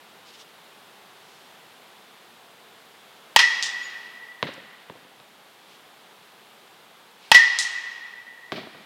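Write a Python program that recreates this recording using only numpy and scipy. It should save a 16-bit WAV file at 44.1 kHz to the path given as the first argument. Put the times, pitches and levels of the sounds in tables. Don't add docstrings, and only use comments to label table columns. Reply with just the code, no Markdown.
import sys
import numpy as np
from scipy import signal
from scipy.fft import rfft, irfft
from scipy.io import wavfile
from scipy.ndimage import uniform_filter1d

SR = 44100
rng = np.random.default_rng(int(sys.argv[2]) if len(sys.argv) > 2 else 0)


def wav_record(signal):
    frames = np.transpose(np.atleast_2d(signal))
    bounded = np.clip(frames, -1, 1)
    quanta = np.round(bounded * 32767).astype(np.int16)
    wavfile.write(sys.argv[1], SR, quanta)


N = 390285


def undb(db):
    return 10 ** (np.asarray(db) / 20)


def fall(size, t60_s):
    return np.exp(-np.log(1000) * np.arange(size) / SR / t60_s)


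def add(track, sound, start_s):
    start = max(int(start_s * SR), 0)
    track[start:start + len(sound)] += sound[:len(track) - start]


def low_cut(x, order, cutoff_hz):
    return signal.sosfilt(signal.butter(order, cutoff_hz, "high", fs=SR, output="sos"), x)


def on_log_axis(table, hz):
    table_hz, values = np.transpose(table)
    return np.interp(np.log(hz + 1), np.log(table_hz), values)


def colour(x, spectrum):
    gain_db = on_log_axis(spectrum, np.fft.rfftfreq(4096, 1 / SR))
    cepstrum = irfft(gain_db * np.log(10) / 20)
    cepstrum[1:2048] *= 2
    cepstrum[2049:] = 0
    impulse = irfft(np.exp(rfft(cepstrum)))[:2048]
    return signal.fftconvolve(x, impulse)[:len(x)]


def unit(x):
    return x / np.sqrt(np.mean(x ** 2))


def snap(spectrum, size):
    click = colour(np.arange(size) == 0, spectrum)
    return click / np.max(np.abs(click))


def ring(modes, size, spread_db):
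    t = np.arange(size) / SR
    total = np.zeros(size)
    for pitch_hz, level_db, t60_s in modes:
        strength = undb(level_db + spread_db * rng.standard_normal())
        total += strength * np.sin(2 * np.pi * pitch_hz * t) * fall(size, t60_s)
    return total


def walk(rate_hz):
    hold = int(SR / rate_hz)
    steps = np.repeat(rng.standard_normal(N // hold + 1), hold)
    return 1.1 * uniform_filter1d(uniform_filter1d(steps, hold), hold)[:N]


# freq_hz [Hz], t60_s [s]
HALL_DECAY = [(125, 0.12), (350, 2), (900, 2.35), (1900, 2.21), (3500, 1.74), (6000, 1.2), (10000, 0.86),
              (15000, 0.27)]
EARLY_DB, EARLY_T60_S = 19.5, 0.2
BEFORE_DB = -11
SLAP_S, NEAR_SLAP_S = .029, .039


def hall(x, slap_s=SLAP_S):
    size = 1 << 16
    freq_hz, t, bands = signal.stft(rng.standard_normal(size), SR, nperseg=256)
    decay = undb(-60 * t / on_log_axis(HALL_DECAY, freq_hz)[:, None])
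    tail = signal.istft(bands * decay, SR)[1][:size]
    tail *= 1 + undb(EARLY_DB) * fall(size, EARLY_T60_S)
    wall_times_s = [slap_s - .002, slap_s + 0.0021]
    tail *= undb(np.interp(np.arange(size) / SR, wall_times_s, [BEFORE_DB, 0]))
    return signal.fftconvolve(x, tail / 30)


# [dB per Hz, relative]
AIR_COLOUR = [(24, -71), (40, -60), (69, -41), (96, -15.5), (202, -4.5), (301, -8), (407, -2.5), (591, -5),
              (758, -1.5), (2450, -8.5), (3470, -7), (5860, -19), (14000, -22), (15500, -26.5)]
AIR_DB = -51.5


def air():
    noise = rfft(colour(rng.standard_normal(N), AIR_COLOUR))
    octave = np.log2(np.fft.rfftfreq(N, 1 / SR) / 62.5 + 1e-9)
    swell = walk(0.94)
    total = np.zeros(N)
    for k in range(-1, 10):
        crossfade = np.clip(1 - np.abs(octave - k), 0, 1)
        total += irfft(noise * crossfade, N) * undb(1.3 * swell + 0.12 * walk(3.8))
    return undb(AIR_DB) * unit(total)


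# peak_s [s], level_db [dB], half_length_s [s], pitch_hz [Hz]
TONE_EVENTS = [(3.85, -44.5, 0.048, 6850)]
TONE_HALL_DB = -22


def tone(level_db, half_length_s, pitch_hz):
    size = int(2 * half_length_s * SR)
    waver = 1 + 0.0087 * unit(uniform_filter1d(rng.standard_normal(size), 300))
    phase = 2 * np.pi * np.cumsum(pitch_hz * waver) / SR
    direct = np.sin(phase) * np.hanning(size)
    wet = undb(TONE_HALL_DB) * hall(direct)
    add(wet, direct, 0)
    return undb(level_db) * wet


# peak_s [s], level_db [dB], half_length_s [s], centre_hz [Hz]
SCUFF_EVENTS = [(.29, -52, 0.057, 3800), (.35, -50.5, 0.037, 3800), (.405, -49.5, 0.045, 4200),
                (1.35, -61.5, 0.33, 4500), (4.54, -51, 0.0092, 6040), (5.72, -55.5, 0.11, 3220),
                (7.27, -52.5, 0.12, 3130)]


def scuff(level_db, half_length_s, centre_hz):
    size = int(2 * half_length_s * SR)
    grit = rng.standard_normal(size) * undb(2 * rng.exponential(size=size))
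    band = [(centre_hz / 3, -30), (centre_hz / 1.4, 0), (centre_hz * 1.3, -3),
            (centre_hz * 2.2, -15), (20000, -40)]
    return undb(level_db) * unit(colour(grit, band)) * np.hanning(size)


# start_s [s], level_db [dB],
# treble_db, hollow_db, echoes_db [dB, relative to the knock], pitch [ratio]
DROP_EVENTS = [(4.4278, -12.5, -6, -3, -15.5, 0.97), (4.8985, -26, -16, -4, -14.5, 0.89),
               (5.2005, -39.5, -7, 0, -20, 1.23), (8.5205, -19, -7.5, 7, -7.5, 1.14),
               (8.632, -33, -24, 3, -18, 0.88), (8.748, -36, -22, 4, -6, 1.17)]
# pitch_hz [Hz, before the pitch ratio], level_db [dB], t60_s [s]
KNOCK_MODES = [(244, -18, 0.077), (516, -3, 0.008), (994, -5, 0.013), (2180, -3, 0.012),
               (3040, 14.5, 0.0017), (3800, 9, 0.0026)]
# pitch_hz [Hz, before the pitch ratio], level_db [dB], t60_s [s]
HOLLOW_MODES = [(332, -17, 0.049), (560, -13.5, 0.054)]
# [dB, relative]
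RUMBLE_COLOUR = [(50, -41), (140, -2), (300, -3.5), (550, -10), (850, -13), (1500, -54), (5000, -43.5)]
# [dB, on top of echoes_db]
DULL_ECHOES = [(.061, -1.5), (.151, -8)]
RUMBLE_DB, RUMBLE_T60_S, DROP_HALL_DB = -9, .55, -0.5
TURF_ECHO_S, TURF_ECHO_DB = 0.00195, 0.5


def drop(level_db, treble_db, hollow_db, echoes_db, pitch):
    size = 16000
    contact = np.hanning(int(0.0002 * SR) + 2)
    contact /= contact.sum()
    modes = np.multiply(KNOCK_MODES, [pitch, 1, 1])
    thud = np.convolve(ring(modes[:3], size, 0.14), contact)
    smack = undb(treble_db) * np.convolve(ring(modes[3:], size, 0.14), contact)
    hollow = ring(np.multiply(HOLLOW_MODES, [pitch, 1, 1]), size, 1.5)
    lumps = undb(2.5 * unit(uniform_filter1d(rng.standard_normal(size), 300)))
    rumble = unit(colour(rng.standard_normal(size) * lumps, RUMBLE_COLOUR)) * fall(size, RUMBLE_T60_S)

    wet = undb(DROP_HALL_DB + echoes_db) * hall(undb(-13) * thud - smack, slap_s=NEAR_SLAP_S)
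    add(wet, thud - smack, 0)
    add(wet, undb(TURF_ECHO_DB) * thud, TURF_ECHO_S)
    add(wet, undb(hollow_db) * hollow, .003)
    for delay_s, echo_db in DULL_ECHOES:
        add(wet, undb(echoes_db + echo_db) * (undb(10.5) * hollow + thud[:size]), delay_s)
    add(wet, undb(RUMBLE_DB + echoes_db) * rumble, .001)
    return undb(level_db) * low_cut(wet, 3, 115)


# [s, delay of the floor echo]
MESH_EVENTS = [(3.6263, -5.5, -24.5, 0.88, .0064), (7.5883, -2, -26.5, 1.0, .0033)]
# [dB, relative]
MESH_COLOUR = [(1290, -25), (2200, -14.5), (4080, 1.5), (4570, -3), (5280, 0.5), (7110, -3), (8970, -9.5),
               (15000, -39)]


def mesh(level_db, rattle_db, pitch, echo_s):
    size = 12000
    click = snap(np.multiply(MESH_COLOUR, [pitch, 1]), size)
    ticks = rng.standard_normal(size) * undb(2 * rng.exponential(size=size)) * fall(size, 0.17)
    ticks *= np.minimum(1, np.arange(size) / SR / 0.0099)
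    rattle = signal.fftconvolve(ticks, click)[:size]
    wet = undb(-12) * hall(click, slap_s=0.033)
    add(wet, click + undb(rattle_db) * rattle, 0)
    add(wet, 0.55 * click, echo_s)
    return undb(level_db) * wet


# hall_db [dB], wall_1_db, wall_2_db, wall_3_db [dB]
PING_LEVELS = [(-14, -31, -20, -23), (-11, -6, -13.5, -17.5)]
# delay_s [s after the blow],
# towards [share of the barrel speed towards that wall]
PING_WALLS = [(.030, 0.79), (.068, -0.793), (.098, .82)]
PING_HZ, PING_T60_S = 1895, 0.36
SWING_M_S, SOUND_M_S = 13.62, 343
HUM_DB, HUM_T60_S = -23, 3.2
AHEAD_DB = 2.5
RETURN_RISE_S, RETURN_HOLD_S, RETURN_T60_S = 0.0023, 0.018, 0.18


def ping(hall_db, *walls_db, count=10):
    doppler = SWING_M_S / SOUND_M_S
    size = 60000
    t = np.arange(size) / SR
    phase = 2 * np.pi * PING_HZ * t
    fade = fall(size, PING_T60_S) + undb(HUM_DB) * fall(size, HUM_T60_S)

    far = 0
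    for angle in (np.arange(count) + .5) * np.pi / count:
        shifted = np.sin(phase * (1 + doppler * np.cos(angle))) * fade
        far = far + undb(AHEAD_DB * np.cos(angle)) * hall(shifted)
    far *= undb(hall_db) / count

    rise = np.minimum(1, t / RETURN_RISE_S)
    decay = undb(-60 * np.maximum(t - RETURN_HOLD_S, 0) / RETURN_T60_S)
    envelope = np.sqrt(2) * rise * decay
    for (delay_s, towards), wall_db in zip(PING_WALLS, walls_db):
        add(far, undb(wall_db) * envelope * np.sin(phase * (1 + doppler * towards)), delay_s)
    return far


# [dB, off the far wall]
BLOW_EVENTS = [(3.362, -0.5, -5, -14.5), (7.3161, -2, -2.5, -12.5)]
# pitch_hz [Hz], level_db [dB, before the low cut], t60_s [s]
BARREL_MODES = [(820, -38, 0.04), (898, 4.5, 0.027), (1884, -5.5, 0.061), (2600, -8, 0.047),
                (2970, -2, 0.016), (3290, 10, 0.0037), (4200, -4, 0.011), (4910, -13.5, 0.044),
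                (5700, -46, 0.038)]
# pitch_hz [Hz, before the swing's shift], level_db [dB, relative], t60_s [s]
SHELL_MODES = [(958, -33, 0.057), (2647, -26.5, 0.078), (2910, -23, 0.036), (3300, -24, 0.068),
               (4200, -35, 0.035), (5000, -26.5, .06), (5470, -26.5, 0.06)]
# [dB, relative]
CRACK_COLOUR = [(100, -85), (400, -23.5), (1000, 6.5), (3500, 4), (6000, -2.5), (10000, -17),
                (16000, -26.5)]
# [dB, relative]
ALL_ROUND_COLOUR = [(100, -33.5), (500, -22), (940, 2), (1300, -6.5), (2600, -2), (3400, 2.5), (4900, -3),
                    (5800, -5), (8000, -17.5), (12000, -29.5), (16000, -29)]
CRACK_DB, CRACK_T60_S = -1.5, 0.031
SLAP_T60_S = 0.083


def crack(size, t60_s):
    return unit(colour(rng.standard_normal(size), CRACK_COLOUR)) * fall(size, t60_s)


def blow(level_db, hall_db, slap_db):
    size = 4000
    shell = np.zeros(size)
    for side in (-1, 0, 1):
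        shell += ring(np.multiply(SHELL_MODES, [1 + side * 0.013, 1, 1]), size, 0.62)
    wet = undb(hall_db) * hall(snap(ALL_ROUND_COLOUR, size) + undb(-6.0) * shell)
    direct = undb(CRACK_DB) * crack(size, CRACK_T60_S) + ring(BARREL_MODES, size, 0.5)
    add(wet, direct, 0)
    slap = crack(size, SLAP_T60_S) + ring(BARREL_MODES[3:], size, 2)
    add(wet, undb(slap_db) * slap, SLAP_S)
    return undb(level_db) * low_cut(wet, 2, 600)


def scene():
    out = air()
    for events, source in ((TONE_EVENTS, tone), (SCUFF_EVENTS, scuff)):
        for peak_s, level_db, half_length_s, hz in events:
            add(out, source(level_db, half_length_s, hz), peak_s - half_length_s)
    for events, source in ((DROP_EVENTS, drop), (MESH_EVENTS, mesh)):
        for start_s, *settings in events:
            add(out, source(*settings), start_s)
    for (start_s, *settings), levels_db in zip(BLOW_EVENTS, PING_LEVELS):
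        add(out, ping(*levels_db), start_s)
        add(out, blow(*settings), start_s)
    return out[None]


TOP_HZ = 16000


def record(dry):
    microphone = np.clip(dry, -.95, .95)
    converter = np.clip(low_cut(microphone, 3, 75), -.91, .91)
    top_cut = signal.ellip(12, .2, 100, TOP_HZ, fs=SR, output="sos")
    return signal.sosfilt(top_cut, converter)


dry = scene()
out = record(dry)
wav_record(out)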